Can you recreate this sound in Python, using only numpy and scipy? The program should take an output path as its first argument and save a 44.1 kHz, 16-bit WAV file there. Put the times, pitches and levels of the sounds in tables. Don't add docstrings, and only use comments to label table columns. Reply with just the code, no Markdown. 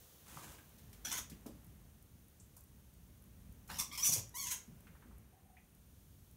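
import sys
import numpy as np
from scipy import signal
from scipy.fft import rfft, irfft, next_fast_len
from scipy.io import wavfile
from scipy.ndimage import uniform_filter1d

SR = 44100
rng = np.random.default_rng(int(sys.argv[2]) if len(sys.argv) > 2 else 0)


def waveform_to_disk(signal):
    frames = np.transpose(np.atleast_2d(signal))
    scaled = np.clip(frames, -1, 1) * 32767
    samples = np.round(scaled).astype(np.int16)
    wavfile.write(sys.argv[1], SR, samples)


N = 280737
TIME = np.arange(N) / SR


def amp(db):
    return 10 ** (np.asarray(db) / 20)


def unit_rms(x):
    return x / np.sqrt(np.mean(x ** 2) + 1e-20)


def levelled(x):
    return x / np.sqrt(np.abs(uniform_filter1d(x * x, size=700)) + 1e-12)


def curves(rows):
    time_s, *columns = np.transpose(rows)
    return [np.interp(TIME, time_s, column) for column in columns]


def gate(start_s, end_s, attack_s, release_s):
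    return np.clip(1 + np.minimum((TIME - start_s) / attack_s, (end_s - TIME) / release_s), 0, 1)


def noise():
    return rng.standard_normal(N)


def drift(rate_hz):
    return unit_rms(np.interp(TIME * rate_hz, np.arange(N), noise()))


def grains(per_s, spread_db):
    hits = rng.random(N) < per_s / SR
    return unit_rms(hits * noise() * amp(spread_db * np.clip(noise(), -2, 2)))


def band(x, low_hz, high_hz):
    edges_hz = np.clip([low_hz, high_hz], [10, 20], [.4 * SR, .45 * SR])
    return signal.sosfilt(signal.butter(2, edges_hz, "band", fs=SR, output="sos"), x + 1e-18)


def split(x, hz):
    low = signal.sosfiltfilt(signal.butter(8, hz, fs=SR, output="sos"), x)
    return low, x - low


def coloured(x, spectrum):
    freq_hz, gain_db = np.transpose(spectrum)
    size = next_fast_len(N + 4096)
    bins_hz = np.maximum(np.fft.rfftfreq(size, 1 / SR), 1)
    gain = amp(np.interp(np.log(bins_hz), np.log(freq_hz), gain_db))
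    return irfft(rfft(x, size) * gain, size)[:N]


def resonator(hz, width_hz):
    r = np.exp(-np.pi * width_hz / SR)
    return np.array([1, 0, -1]) * (1 - r * r) / 2, [1, -2 * r * np.cos(2 * np.pi * hz / SR), r * r]


def resonate(x, hz, width_hz):
    return signal.lfilter(*resonator(hz, width_hz), x)


def gliding_resonance(x, hz, width_hz, hop=256):
    out, state = np.zeros(N), np.zeros(2)
    for i in range(0, N, hop):
        block = slice(i, i + hop)
        out[block], state = signal.lfilter(*resonator(hz[i], width_hz), x[block], zi=state)
    return out


# time_s, rumble_db, middle_db
AIR_LEVELS = [(0, -67, -72.5), (1.35, -59, -71), (2.1, -64, -76.5), (2.9, -64.5, -76.5),
              (3.6, -59.5, -74.5), (4.6, -65, -72.5), (5.1, -62.5, -73), (5.55, -66, -77.5),
              (6.37, -63.5, -77)]
# freq_hz, gain_db
AIR_COLOUR = [(18, -46.5), (37, -7.5), (52, 2.5), (75, 1), (150, -6), (200, -6), (330, -18), (800, -27.5),
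              (2800, -33.5), (5000, -39), (6300, -33.5), (7700, -38), (12000, -35.5), (15500, -32)]
# time_s, level_db
HISS_LEVELS = [(0, -61.5), (.8, -65.5), (2, -70), (4.8, -69), (5.45, -73.5), (6, -69)]
# pitch_hz, width_hz, level_db
WHINES = [(11520, 110, -83), (9050, 400, -82)]

def air(rumble_trim_db=2, middle_trim_db=1, lumpy_db=1.5):
    rumble_db, middle_db = curves(AIR_LEVELS)
    hiss_db, = curves(HISS_LEVELS)
    rumble, rest = split(coloured(noise(), AIR_COLOUR), hz=311.6)
    middle, hiss = split(rest, hz=2880)
    out = amp(rumble_db + rumble_trim_db + lumpy_db * drift(14)) * unit_rms(rumble)
    out += amp(middle_db + middle_trim_db) * unit_rms(middle) + amp(hiss_db) * unit_rms(hiss)
    return out + sum(amp(db) * unit_rms(resonate(noise(), hz, width_hz)) for hz, width_hz, db in WHINES)


def shed(x, t60_s=.28, top_t60_s=.2, first_echo_s=.0061):
    t = TIME[:SR // 2]
    low, high = split(rng.standard_normal(len(t)), hz=8600)
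    tail = (low * amp(-60 * t / t60_s) + high * amp(-60 * t / top_t60_s)) * (t > first_echo_s)
    return signal.fftconvolve(x, tail / np.sqrt(np.sum(tail ** 2)))[:N]


# start_s, length_s, level_db
CREAKS = [(5.334, .07, -74.5), (5.468, 0.115, -73.5)]

def creaks(pitch_hz=763, throb_hz=24.4, depth=.66, edge_s=.021):
    level = sum(amp(db) * gate(s, s + length_s, edge_s, edge_s) for s, length_s, db in CREAKS)
    throb = 1 + depth * np.sin(2 * np.pi * throb_hz * TIME)
    return level * throb * levelled(band(noise(), pitch_hz - 45, pitch_hz + 45))


# freq_hz, gain_db
RUSTLE_COLOUR = [(120, -38), (200, 1.5), (386, -2.5), (979, -0.5), (1790, -5), (2440, -5.5), (4970, -10.5),
                 (6070, -6.5), (8590, -6.5), (15700, -9.5)]

def rustle(peak_s=.38, peak_db=-54.5, rise_db_per_s=57, fall_db_per_s=54, patchy_db=1.9):
    drop_db = np.maximum((peak_s - TIME) * rise_db_per_s, (TIME - peak_s) * fall_db_per_s)
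    swell = amp(peak_db - drop_db + patchy_db * drift(58.7))
    swell *= gate(start_s=.266, end_s=.59, attack_s=.014, release_s=.017)
    return swell * unit_rms(coloured(grains(9000, spread_db=1), RUSTLE_COLOUR))


def impact(start_s, level_db, centre_hz, octaves, t60_s):
    t = TIME[:SR // 2]
    edge_ratio = 2 ** (octaves / 2)
    modes = unit_rms(band(rng.standard_normal(len(t)), centre_hz / edge_ratio, centre_hz * edge_ratio))
    ring = modes * amp(level_db - 60 * t / t60_s)
    return np.pad(ring, (int(start_s * SR), N))[:N]


# start_s, level_db
TICKS = [(1.6452, -57), (2.6389, -57), (2.9392, -61), (3.24, -58)]

def ticks(count=30, per_s=2.8, mean_db=-58, spread_db=2):
    starts_s = np.cumsum(rng.uniform(.2, 1.8, count) / per_s)
    levels_db = mean_db - spread_db * rng.standard_normal(count)
    scattered = [(s, db) for s, db in zip(starts_s, levels_db) if s < N / SR]
    return sum(impact(s, db, centre_hz=11500, octaves=.6, t60_s=.014) for s, db in TICKS + scattered)


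# start_s, level_db, centre_hz, t60_s
BODY_BUMPS = [(.362, -47.5, 137, .11), (1.068, -50.5, 224, .17), (1.313, -49, 200, 0.21),
              (1.458, -47, 238, .22), (3.699, -55.5, 168, .45), (3.79, -50, 158, 0.19),
              (3.898, -53.5, 220, .13), (4.088, -39.5, 138, 0.16), (4.123, -46, 158, 0.083),
              (4.168, -39, 97, .12), (4.678, -51.5, 160, 0.34), (5.05, -60.5, 202, 0.38)]
# start_s, level_db, centre_hz, t60_s
PAW_TAPS = [(.372, -42.5, 1020, 0.019), (0.585, -61.5, 1830, .1), (1.315, -64.5, 2560, 0.17),
            (1.458, -48.5, 510, 0.13), (2.567, -66.5, 840, 0.12), (3.695, -56, 770, 0.53),
            (4.091, -52.5, 600, .13), (4.16, -49, 490, 0.16), (4.869, -58.5, 1710, 0.085),
            (4.951, -65, 1210, 0.085), (5.021, -62, 1320, 0.12), (5.108, -67.5, 945, 0.16)]
# start_s, level_db, centre_hz, width_octaves
CLAW_CLICKS = [(.281, -57, 4000, 4.5), (0.784, -60, 6000, 3.9), (0.93, -57, 5000, 4),
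               (1.298, -54, 7800, 2.2), (1.463, -53, 9400, 2.9), (2.399, -59.5, 7700, 0.55),
               (2.566, -56, 10400, 1.4), (3.677, -57.5, 9970, 1.66), (5.568, -62.5, 2150, 0.45)]

def footfalls():
    bumps = sum(impact(s, db, hz, octaves=.68, t60_s=t60_s) for s, db, hz, t60_s in BODY_BUMPS)
    taps = sum(impact(s, db, hz, octaves=1, t60_s=t60_s) for s, db, hz, t60_s in PAW_TAPS)
    clicks = sum(impact(s, db, hz, octaves, t60_s=.11) for s, db, hz, octaves in CLAW_CLICKS)
    return bumps + taps + clicks


# peak_s, pitch_hz, relative_db
WHISTLES = [(1.056, 5980, -41.5), (1.058, 3360, -48.5), (1.12, 3510, -43.5), (1.139, 1510, -46),
            (1.163, 1022, -58), (3.798, 3530, -43.5), (4.003, 3220, -46), (4.035, 5950, -31),
            (4.091, 5970, -35), (4.401, 4410, -47.5), (4.522, 3113, -49)]

def whistles(half_length_s=.0063, waver=.00441, flutter_db=1):
    out = np.zeros(N)
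    warped_s = np.cumsum(1 + waver * drift(320)) / SR
    for peak_s, pitch_hz, db in WHISTLES:
        near = np.abs(TIME - peak_s) < 4 * half_length_s
        swell = np.exp(-((TIME[near] - peak_s) / half_length_s) ** 2)
        out[near] += amp(db) * swell * np.sqrt(2) * np.sin(2 * np.pi * pitch_hz * warped_s[near])
    return out * amp(flutter_db * drift(400))


def ribs(x, strength=.67, max_delay_s=.0022, drift_hz=70, count=6):
    lags = (rng.uniform(.1, 1, count) * max_delay_s * SR).astype(int)
    echoes = sum(np.roll(x, lag) * drift(drift_hz) for lag in lags)
    return (x + strength * echoes) / np.sqrt(1 + count * strength ** 2)


# ratio_to_wall_hz, width_hz, relative_db
WALL_MODES = [(.56, 266, -44), (1, 340, 12)]

def tube_wall(force, colour, grip):
    wall_hz, = curves([(s + length_s / 2, hz) for s, length_s, *_, hz in STROKES])
    force = ribs(force)
    ring = sum(amp(db) * gliding_resonance(force, ratio * wall_hz, width_hz)
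               for ratio, width_hz, db in WALL_MODES)
    body, treble = split(coloured(force + grip * ring, colour), hz=4770)
    return levelled(body), levelled(treble)


# peak_s, treble_db, body_db, body_hz, rise_s
SCRATCHES = [(1.052, -40, -47, 1600, .003), (1.127, -36, -44.5, 1610, 0.013),
             (1.182, -40, -48.5, 1490, .005), (3.705, -54.5, -47, 1550, .011),
             (3.795, -30, -47.5, 2409, 0.0067), (3.978, -38, -48.5, 2520, 0.0025),
             (4.05, -30, -45, 2640, 0.0097), (4.07, -31.5, -57, 2800, .009), (4.135, -28, -46, 2820, 0.015),
             (4.473, -39, -50.5, 2437, 0.012), (4.52, -35, -45, 2210, 0.012)]
# freq_hz, gain_db
SCRATCH_COLOUR = [(400, -4), (750, -11), (1050, -9.5), (1500, -10), (2200, -10.5), (3300, -10.5),
                  (4600, -7.5), (5700, -1), (7200, -4), (9500, -5.5), (12000, -6.5), (16000, -11.5)]

def scratches(fall_s=.017, width_ratio=.56):
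    body, treble = tube_wall(grains(6000, spread_db=2.3), SCRATCH_COLOUR, grip=.34)
    out = np.zeros(N)
    for peak_s, treble_db, body_db, body_hz, rise_s in SCRATCHES:
        t = TIME - peak_s
        exponent = np.where(t < 0, (t / rise_s) ** 2, t / fall_s)
        swell = np.exp(-np.minimum(exponent, 20))
        hollow = unit_rms(resonate(body, body_hz, width_ratio * body_hz))
        out += swell * (amp(treble_db) * treble + amp(body_db) * hollow)
    return out


# start_s, length_s, mid_slip_hz, glide_per_s, treble_db, body_db, roughness, wall_hz
STROKES = [(1.05, 0.057, 860, 1.0, -49, -52.5, 0.44, 5700),
           (1.113, 0.078, 1020, 1.0, -46, -49.5, 0.56, 6500),
           (3.70, 0.083, 970, 0.47, -52.5, -55.5, 0.45, 5100),
           (3.79, 0.032, 1220, .5, -46.5, -48, 0.62, 5900),
           (3.917, 0.046, 1180, -0.64, -49, -50.5, .4, 5267),
           (3.981, 0.052, 1080, 2.5, -42, -51, 0.33, 5380),
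           (4.027, .072, 1190, -1.45, -34, -48.5, .28, 6070),
           (4.108, .085, 1050, -1.0, -45.5, -54.5, .8, 6580), (4.345, .106, 1105, .15, -43, -52, .17, 6360),
           (4.458, 0.089, 1030, -0.3, -47.5, -54.5, .18, 6610)]

def strokes(attack_s=.00512, treble_attack_s=.018, release_s=.011, sag=.12, sag_at_s=.052,
            brighten_db_per_s=32, roughen_per_s=.7):
    slip_hz = np.full(N, 1000.)
    roughness, treble_gain, body_gain = np.zeros((3, N))
    for start_s, length_s, mid_hz, glide_per_s, treble_db, body_db, mid_roughness, _ in STROKES:
        onset_s, end_s = start_s - attack_s, start_s + length_s
        from_mid_s = np.clip(TIME - start_s - length_s / 2, -length_s / 2, length_s / 2)
        begun = TIME > onset_s
        arch = 1 + glide_per_s * from_mid_s - sag * (from_mid_s / sag_at_s) ** 2
        slip_hz = np.where(begun, mid_hz * arch, slip_hz)
        roughness = np.where(begun, mid_roughness + roughen_per_s * from_mid_s, roughness)
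        contact = gate(start_s, end_s, attack_s, release_s)
        build_up = gate(onset_s + treble_attack_s, end_s, treble_attack_s, release_s)
        treble_gain = np.maximum(treble_gain, build_up * amp(treble_db + brighten_db_per_s * from_mid_s))
        body_gain = np.maximum(body_gain, contact * amp(body_db))
    return slip_hz, treble_gain, body_gain, np.clip(roughness, 0, 1)


# freq_hz, gain_db
SQUEAK_COLOUR = [(500, -3), (780, -12), (1000, -5.5), (1400, -22), (2100, -7.5), (2600, -11), (3300, -7.5),
                 (4900, -12.5), (5600, -4.5), (8200, -8.5), (11500, -2), (16000, -1)]

def squeaks(jitter=.16, waver=.0158, unevenness=.72, grit=.35):
    slip_hz, treble_gain, body_gain, roughness = strokes()
    wobble = 1 + waver * drift(120) + jitter * roughness * drift(900)
    cycles = np.cumsum(slip_hz * wobble) / SR
    from_slip_samples = (cycles % 1 - .5) * SR / slip_hz
    pulses = unit_rms(np.exp(-from_slip_samples ** 2))
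    slips = (pulses - pulses.mean()) * np.exp(unevenness * roughness * drift(1000))
    force = slips + grit * roughness * grains(9120, spread_db=-2)
    body, treble = tube_wall(force, SQUEAK_COLOUR, grip=1 - roughness)
    return body_gain * body + treble_gain * treble


def scene(rub_db=-1.62, whistle_db=-1, shed_db=-5.5):
    rubbing = amp(rub_db) * (squeaks() + scratches()) + amp(whistle_db) * whistles()
    nearby = rubbing + footfalls() + rustle() + creaks()
    return (nearby + amp(shed_db) * shed(nearby) + ticks() + air())[None]


def record(dry):
    cutoff_hz = 15700
    return signal.sosfilt(signal.ellip(12, .1, 80, cutoff_hz, fs=SR, output="sos"), dry)


dry = scene()
out = record(dry)
waveform_to_disk(out)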